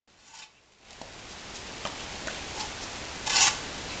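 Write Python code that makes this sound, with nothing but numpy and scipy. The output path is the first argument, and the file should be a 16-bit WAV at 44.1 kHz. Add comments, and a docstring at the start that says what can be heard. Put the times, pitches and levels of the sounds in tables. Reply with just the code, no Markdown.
"""On a covered patio, a mason scrapes gritty mortar and handles a stone block over a wheelbarrow.
Twice, sand catches under the steel trowel in a long scrape that makes the blade ring.
In between come light rubs, knocks of the block and ticks of cracking grit. They all echo off the
barrow's tray and the roof, over a steady rain-like hiss and a low rumble that slowly grows.
The whole sound starts quiet and fades up during the first two seconds."""
import sys
import numpy as np
from scipy import signal
from scipy.fft import rfft, irfft
from scipy.io import wavfile

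SR = 44100
rng = np.random.default_rng(int(sys.argv[2]) if len(sys.argv) > 2 else 0)


def generate_wav(signal):
    """Clip the signal to [-1, 1] and save it as 16-bit WAV at the path in sys.argv[1]."""
    frames = np.transpose(np.atleast_2d(signal))
    scaled = np.clip(frames, -1, 1) * 32767
    pcm = np.round(scaled).astype(np.int16)
    wavfile.write(sys.argv[1], SR, pcm)


N = 176400
T = np.arange(N) / SR
TOP_HZ = 9150  # sound above this pitch is cut away
GRAINS_PER_S, GRAIN_SPREAD_DB = 5000, 2  # sand passing under the blade

# The tone of crunching grit. Each row: frequency in Hz, level in dB.
GRIT_TONE = [(60, -56.5), (300, -15), (560, -11.5), (780, 9.5), (1350, -13.5), (1700, 1.5), (2700, 3),
             (4200, 1), (5800, 1), (7300, -1), (9000, 0.5)]
# The notes the steel blade rings at. Each row: pitch in Hz, width in Hz (wider dies sooner), level in dB.
BLADE_NOTES = [(909, 34, -2), (1157, 34, 0), (1531.4, 24, 4.5), (1740, 76, -2.5), (2090, 53, -4),
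               (2640, 21, -5), (2746, 16, -4), (3062, 41, -1.5), (3594, 17, 0), (4300, 15, -1),
               (4920, 25, -6.5), (5462, 31, 1), (6340, 29, -7.5), (6610, 18, -15.5), (6900, 52, -1)]


def amp(db):
    """Turns decibels into a number to multiply by."""
    return 10 ** (np.asarray(db) / 20)


def unit(x):
    """Scales a signal to an average power of 1."""
    return x / np.sqrt(np.mean(x ** 2) + 1e-20)


def norm(x):
    """Scales a signal to a total energy of 1."""
    return x / np.sqrt(np.sum(x ** 2) + 1e-20)


def read(points, hz):
    """Looks up a curve at the given frequencies, with the octaves evenly spaced."""
    known_hz, values = np.transpose(points)
    return np.interp(np.log(hz + 1), np.log(known_hz + 1), values)


def add(mix, start_s, sound):
    """Mixes a sound in at its start time."""
    part = mix[round(start_s * SR):][:len(sound)]
    part += sound[:len(part)]


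def through(x, response):
    """Filters a signal and keeps its length. A response is what a filter makes of one click."""
    return signal.oaconvolve(x, response)[:len(x)]


def colour(db_at, size=4096):
    """Builds a filter's response from a function that gives its level in dB at each frequency."""
    hz = abs(np.fft.fftfreq(size, 1 / SR))
    log_gain = np.log(amp(np.maximum(db_at(hz), -100)))
    spectrum = np.exp(np.conj(signal.hilbert(log_gain)))  # so nothing sounds ahead of the click
    return np.fft.ifft(spectrum).real[:size // 2]


def trimmed(db_at):
    """A response of energy 1 with the highest treble turned down by 60 dB."""
    return norm(colour(lambda hz: db_at(hz) - 60 * (hz > TOP_HZ + 900)))


def shaped(tone):
    """A response that follows a table of frequencies and levels."""
    return trimmed(lambda hz: read(tone, hz))


def hump(centre_hz, octaves, grit_db):
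    """A response with one peak standing above the tone of grit."""
    def db_at(hz):
        peak = np.exp(-.5 * (np.log2((hz + 1) / centre_hz) / octaves) ** 2)
        return 20 * np.log10(peak + amp(grit_db + read(GRIT_TONE, hz)))
    return trimmed(db_at)


def ring(notes, size=8192):
    """The response of a struck object: pure notes that each die away."""
    t = T[:size]
    return norm(sum(amp(db) * width * np.exp(-np.pi * width * t) * np.sin(2 * np.pi * hz * t)
                    for hz, width, db in notes))


def wander(rate_hz):
    """A smooth random wobble, mostly slower than the given rate."""
    hz = np.fft.rfftfreq(N, 1 / SR)
    return unit(irfft(rfft(rng.standard_normal(N)) / (1 + (hz / rate_hz) ** 4), N))


def grains(per_s, spread_db):
    """Tiny clicks of uneven strength at random times."""
    strength = amp(spread_db * np.minimum(rng.exponential(1, N), 4.5))
    return unit(strength * rng.choice([-1, 1], N) * (rng.random(N) < per_s / SR))


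def outdoors():
    """A steady rain-like hiss, a faint patter and a slowly growing rumble."""
    # The tone of the hiss. Each row: frequency in Hz, level in dB.
    hiss_tone = [(20, -0.5), (55, 6.5), (130, 1), (300, -0.5), (750, -2.5), (1300, -6), (2600, -7),
                 (4500, -10.5), (7300, -14.5), (9000, -16.5)]
    hiss = amp(-38 + 0.13 * wander(rate_hz=24)) * through(rng.standard_normal(N), shaped(hiss_tone))
    patter = amp(-47.5) * through(grains(per_s=350, spread_db=2), shaped(GRIT_TONE))
    low_pass = signal.butter(2, 422, fs=SR, output="sos")
    rumble = unit(signal.sosfilt(low_pass, rng.standard_normal(N)))
    rumble_db = -45.5 + 14 * (T - T[-1]) + 0.9 * wander(rate_hz=10)
    return hiss + patter + amp(rumble_db) * rumble


def tray_echoes(x, size=2000, patterns=8):
    """Quick echoes bounce off the barrow's tray; their pattern shifts as the hand moves."""
    decay_s, shift_s = 0.0064, 0.03
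    out, t = np.zeros(N), T[:size]
    for k in range(patterns):
        bounces = rng.standard_normal(size) * (rng.random(size) < .1)
        bounces *= np.exp(-t / decay_s) * (t > .001)
        share = np.sin(np.pi / 2 * np.minimum((T / shift_s - k) % patterns, 2))  # patterns take turns
        out += through(x * share, norm(bounces))
    return out


def patio(x, size=30000):
    """The sound arrives directly, then off the tray, then as a fading echo under the roof."""
    # How long the echo lasts. Each row: frequency in Hz, seconds to fade by 60 dB.
    echo_times = [(200, 0.64), (1000, 0.49), (3000, 0.4), (8000, 0.39)]
    tray_gain, roof_gain = amp(-5.5), amp(-9)
    noise = rng.standard_normal(size) * (T[:size] > .01)  # the roof's echo comes 10 ms late
    hz, t, bands = signal.stft(noise, SR, nperseg=256)
    bands = bands * amp(-60 * t / read(echo_times, hz)[:, None])
    tail = norm(signal.istft(bands, SR, nperseg=256)[1][:size])
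    mix = x + tray_gain * tray_echoes(x) + roof_gain * through(x, tail)
    return mix / np.sqrt(1 + tray_gain ** 2)


def grit_ticks(size=2048, decay_s=0.0018):
    """Single coarse grains crack, each with a tiny burst of noise."""
    # The cracking grains. Each row: start in seconds, level in dB.
    cracks = [(.7213, -12), (.7355, -14), (.9075, -7.5), (.9305, -12), (1.016, -7.5), (1.872, -7.5),
              (2.006, -15.5), (2.2725, -9.5), (2.346, -13.5), (2.61, -11), (3.408, 3.5), (3.4185, -2),
              (3.4285, -1.5), (3.4695, -1.5), (3.48, -5)]
    out = np.zeros(N)
    for start_s, db in cracks:
        burst = rng.standard_normal(size) * np.exp(-T[:size] / decay_s)
        add(out, start_s, amp(db) * norm(through(burst, shaped(GRIT_TONE))))
    return out


def block_knocks(size=6000):
    """Each knock of block and trowel is a short crunch, a ringing clack and a dull thud of the block."""
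    # The knocks. Each row: start in seconds, level in dB, clack pitch in Hz,
    # then the clack's and the thud's levels in dB compared with the crunch.
    hits = [(1.0152, -11.5, 600, 6.5, 9.5), (1.8513, -6.5, 2730, -7.5, -12), (1.8524, -7, 1240, -6, 3.5),
            (1.863, -7, 1020, -9, -3.5), (2.2717, -17.5, 1970, -12, 10), (2.2826, -10.5, 1500, 4.5, -6)]
    # The notes of the block on the barrow. Each row: pitch in Hz, width in Hz, level in dB.
    block_notes = [(315, 170, -2.5), (633, 67, 7), (755, 81, -2), (1210, 160, -13)]
    crunch_decay_s, clack_width_hz = 0.0028, 86
    out = np.zeros(N)
    for start_s, db, hz, clack_db, thud_db in hits:
        burst = rng.standard_normal(size) * np.exp(-T[:size] / crunch_decay_s)
        crunch = norm(through(burst, hump(hz, octaves=0.21, grit_db=-20.5)))
        clack = amp(clack_db) * ring([(hz, clack_width_hz, 0)], size)
        thud = amp(thud_db) * ring(block_notes, size)
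        add(out, start_s, amp(db) * (crunch + clack + thud))
    return out


def trowel_rubs():
    """The trowel's edge bites in short rasps that swell and fade, alone or within a long scrape."""
    # The rasps. Each row: middle in seconds, half length in seconds, level in dB,
    # centre pitch in Hz, width in octaves.
    rasps = [(0.28, 0.028, -37, 6600, 0.37), (0.349, 0.0084, -26, 917, 0.045),
             (0.393, 0.011, -27, 4730, 0.56), (.431, 0.011, -28, 3750, 0.052),
             (.432, 0.011, -24.5, 2500, .22), (0.572, 0.015, -39, 2650, 0.17),
             (.885, 0.057, -46.5, 2800, 0.27), (1.317, 0.023, -43.5, 4930, 0.54),
             (1.561, 0.013, -36.5, 6540, 1.1), (2.005, 0.0092, -40.5, 3070, 0.15),
             (2.355, 0.058, -44.5, 2760, 0.45), (2.607, 0.0047, -34.5, 4200, .5),
             (2.614, 0.046, -43.5, 4600, 3.2), (2.605, 0.046, -43.5, 886, .12),
             (2.833, 0.013, -40, 5350, 0.36), (3.364, 0.0095, -25, 4700, 0.18),
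             (3.431, 0.02, -22.5, 5930, 0.27), (3.432, 0.0098, -28, 2810, 0.054),
             (3.483, 0.0046, -29, 1190, 0.54), (3.595, 0.034, -54, 5500, 1),
             (3.904, 0.014, -44, 4230, 0.15), (3.927, 0.018, -44, 2430, 0.15)]
    out, sand = np.zeros(N), grains(GRAINS_PER_S, GRAIN_SPREAD_DB)
    sand_and_steel = unit(sand + amp(-14) * through(sand, ring(BLADE_NOTES)))
    for middle_s, half_s, db, hz, octaves in rasps:
        swell = np.exp(-.5 * ((T - middle_s) / half_s) ** 2)
        out += amp(db) * swell * through(sand_and_steel, hump(hz, octaves, grit_db=-20))
    return out


def trowel_scrapes():
    """Sand grains catch under the chattering blade: a dry rasp plus the shifting ring of the steel."""
    # How hard the blade is pressed, one list per scrape. Each point: time in seconds, pressure in dB.
    strokes = [
        [(.15, -60), (.19, -40), (.33, -30.5), (.35, -23), (.38, -25.5), (.402, -22.5), (.414, -31.5),
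         (.434, -18.5), (.446, -31), (.47, -35)],
        [(3.258, -39), (3.265, -29.5), (3.276, -24), (3.287, -44), (3.297, -29), (3.309, -24), (3.318, -28.5),
         (3.348, -28), (3.36, -23.5), (3.394, -25), (3.426, -21.5), (3.444, -23), (3.484, -18.5), (3.492, -26)],
    ]
    curves = [np.interp(T, *np.transpose(stroke), left=-120, right=-120) for stroke in strokes]
    pressure_db = np.max(curves, axis=0)
    sand = grains(GRAINS_PER_S, GRAIN_SPREAD_DB)
    chatter_db = 1.5 * wander(rate_hz=78)
    catches = sand * amp(pressure_db + chatter_db)
    rasp = through(catches, shaped(GRIT_TONE))
    shares = norm(np.array([amp(db) * np.sqrt(width) for _, width, db in BLADE_NOTES]))
    steel = np.zeros(N)
    for share, note in zip(shares, BLADE_NOTES):
        # The touching point slides along the edge and favours now one note, now another.
        slide = unit(amp(1.5 * wander(rate_hz=18.5)))
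        steel += share * through(catches * slide, ring([note]))
    return amp(-2) * rasp + amp(-6) * steel


def scene():
    """The mason's work echoes on the patio over the outdoor hiss, in one channel."""
    work = trowel_scrapes() + trowel_rubs() + block_knocks() + grit_ticks()
    return (patio(work) + outdoors())[None]


def record(dry):
    """The level fades up, the loudest peaks are rounded off and a small microphone dulls the treble."""
    # The overall volume. Each row: time in seconds, level in dB.
    fade = [(.073, -58), (.076, -20.5), (.5, -23), (.78, -22), (.9, -11.5), (1.06, -8), (1.34, -4.5),
            (1.75, -1.5), (2.3, 0.5), (3.2, 0.5), (4, 1.5)]
    # The tone of the microphone. Each row: frequency in Hz, level in dB.
    microphone_tone = [(20, -4.5), (7300, 0.5), (7650, -3.5), (7950, -16), (8400, -14), (8800, -25.5),
                       (9100, -39.5)]
    ceiling = 0.6
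    faded = dry[0] * amp(np.interp(T, *np.transpose(fade)))
    rounded = ceiling * np.tanh(faded / ceiling)
    dulled = through(rounded, colour(lambda hz: read(microphone_tone, hz)))
    low_pass = signal.firwin(511, TOP_HZ, window=("kaiser", 9), fs=SR)
    return signal.oaconvolve(dulled, low_pass, "same")[None]


dry = scene()
out = record(dry)
generate_wav(out)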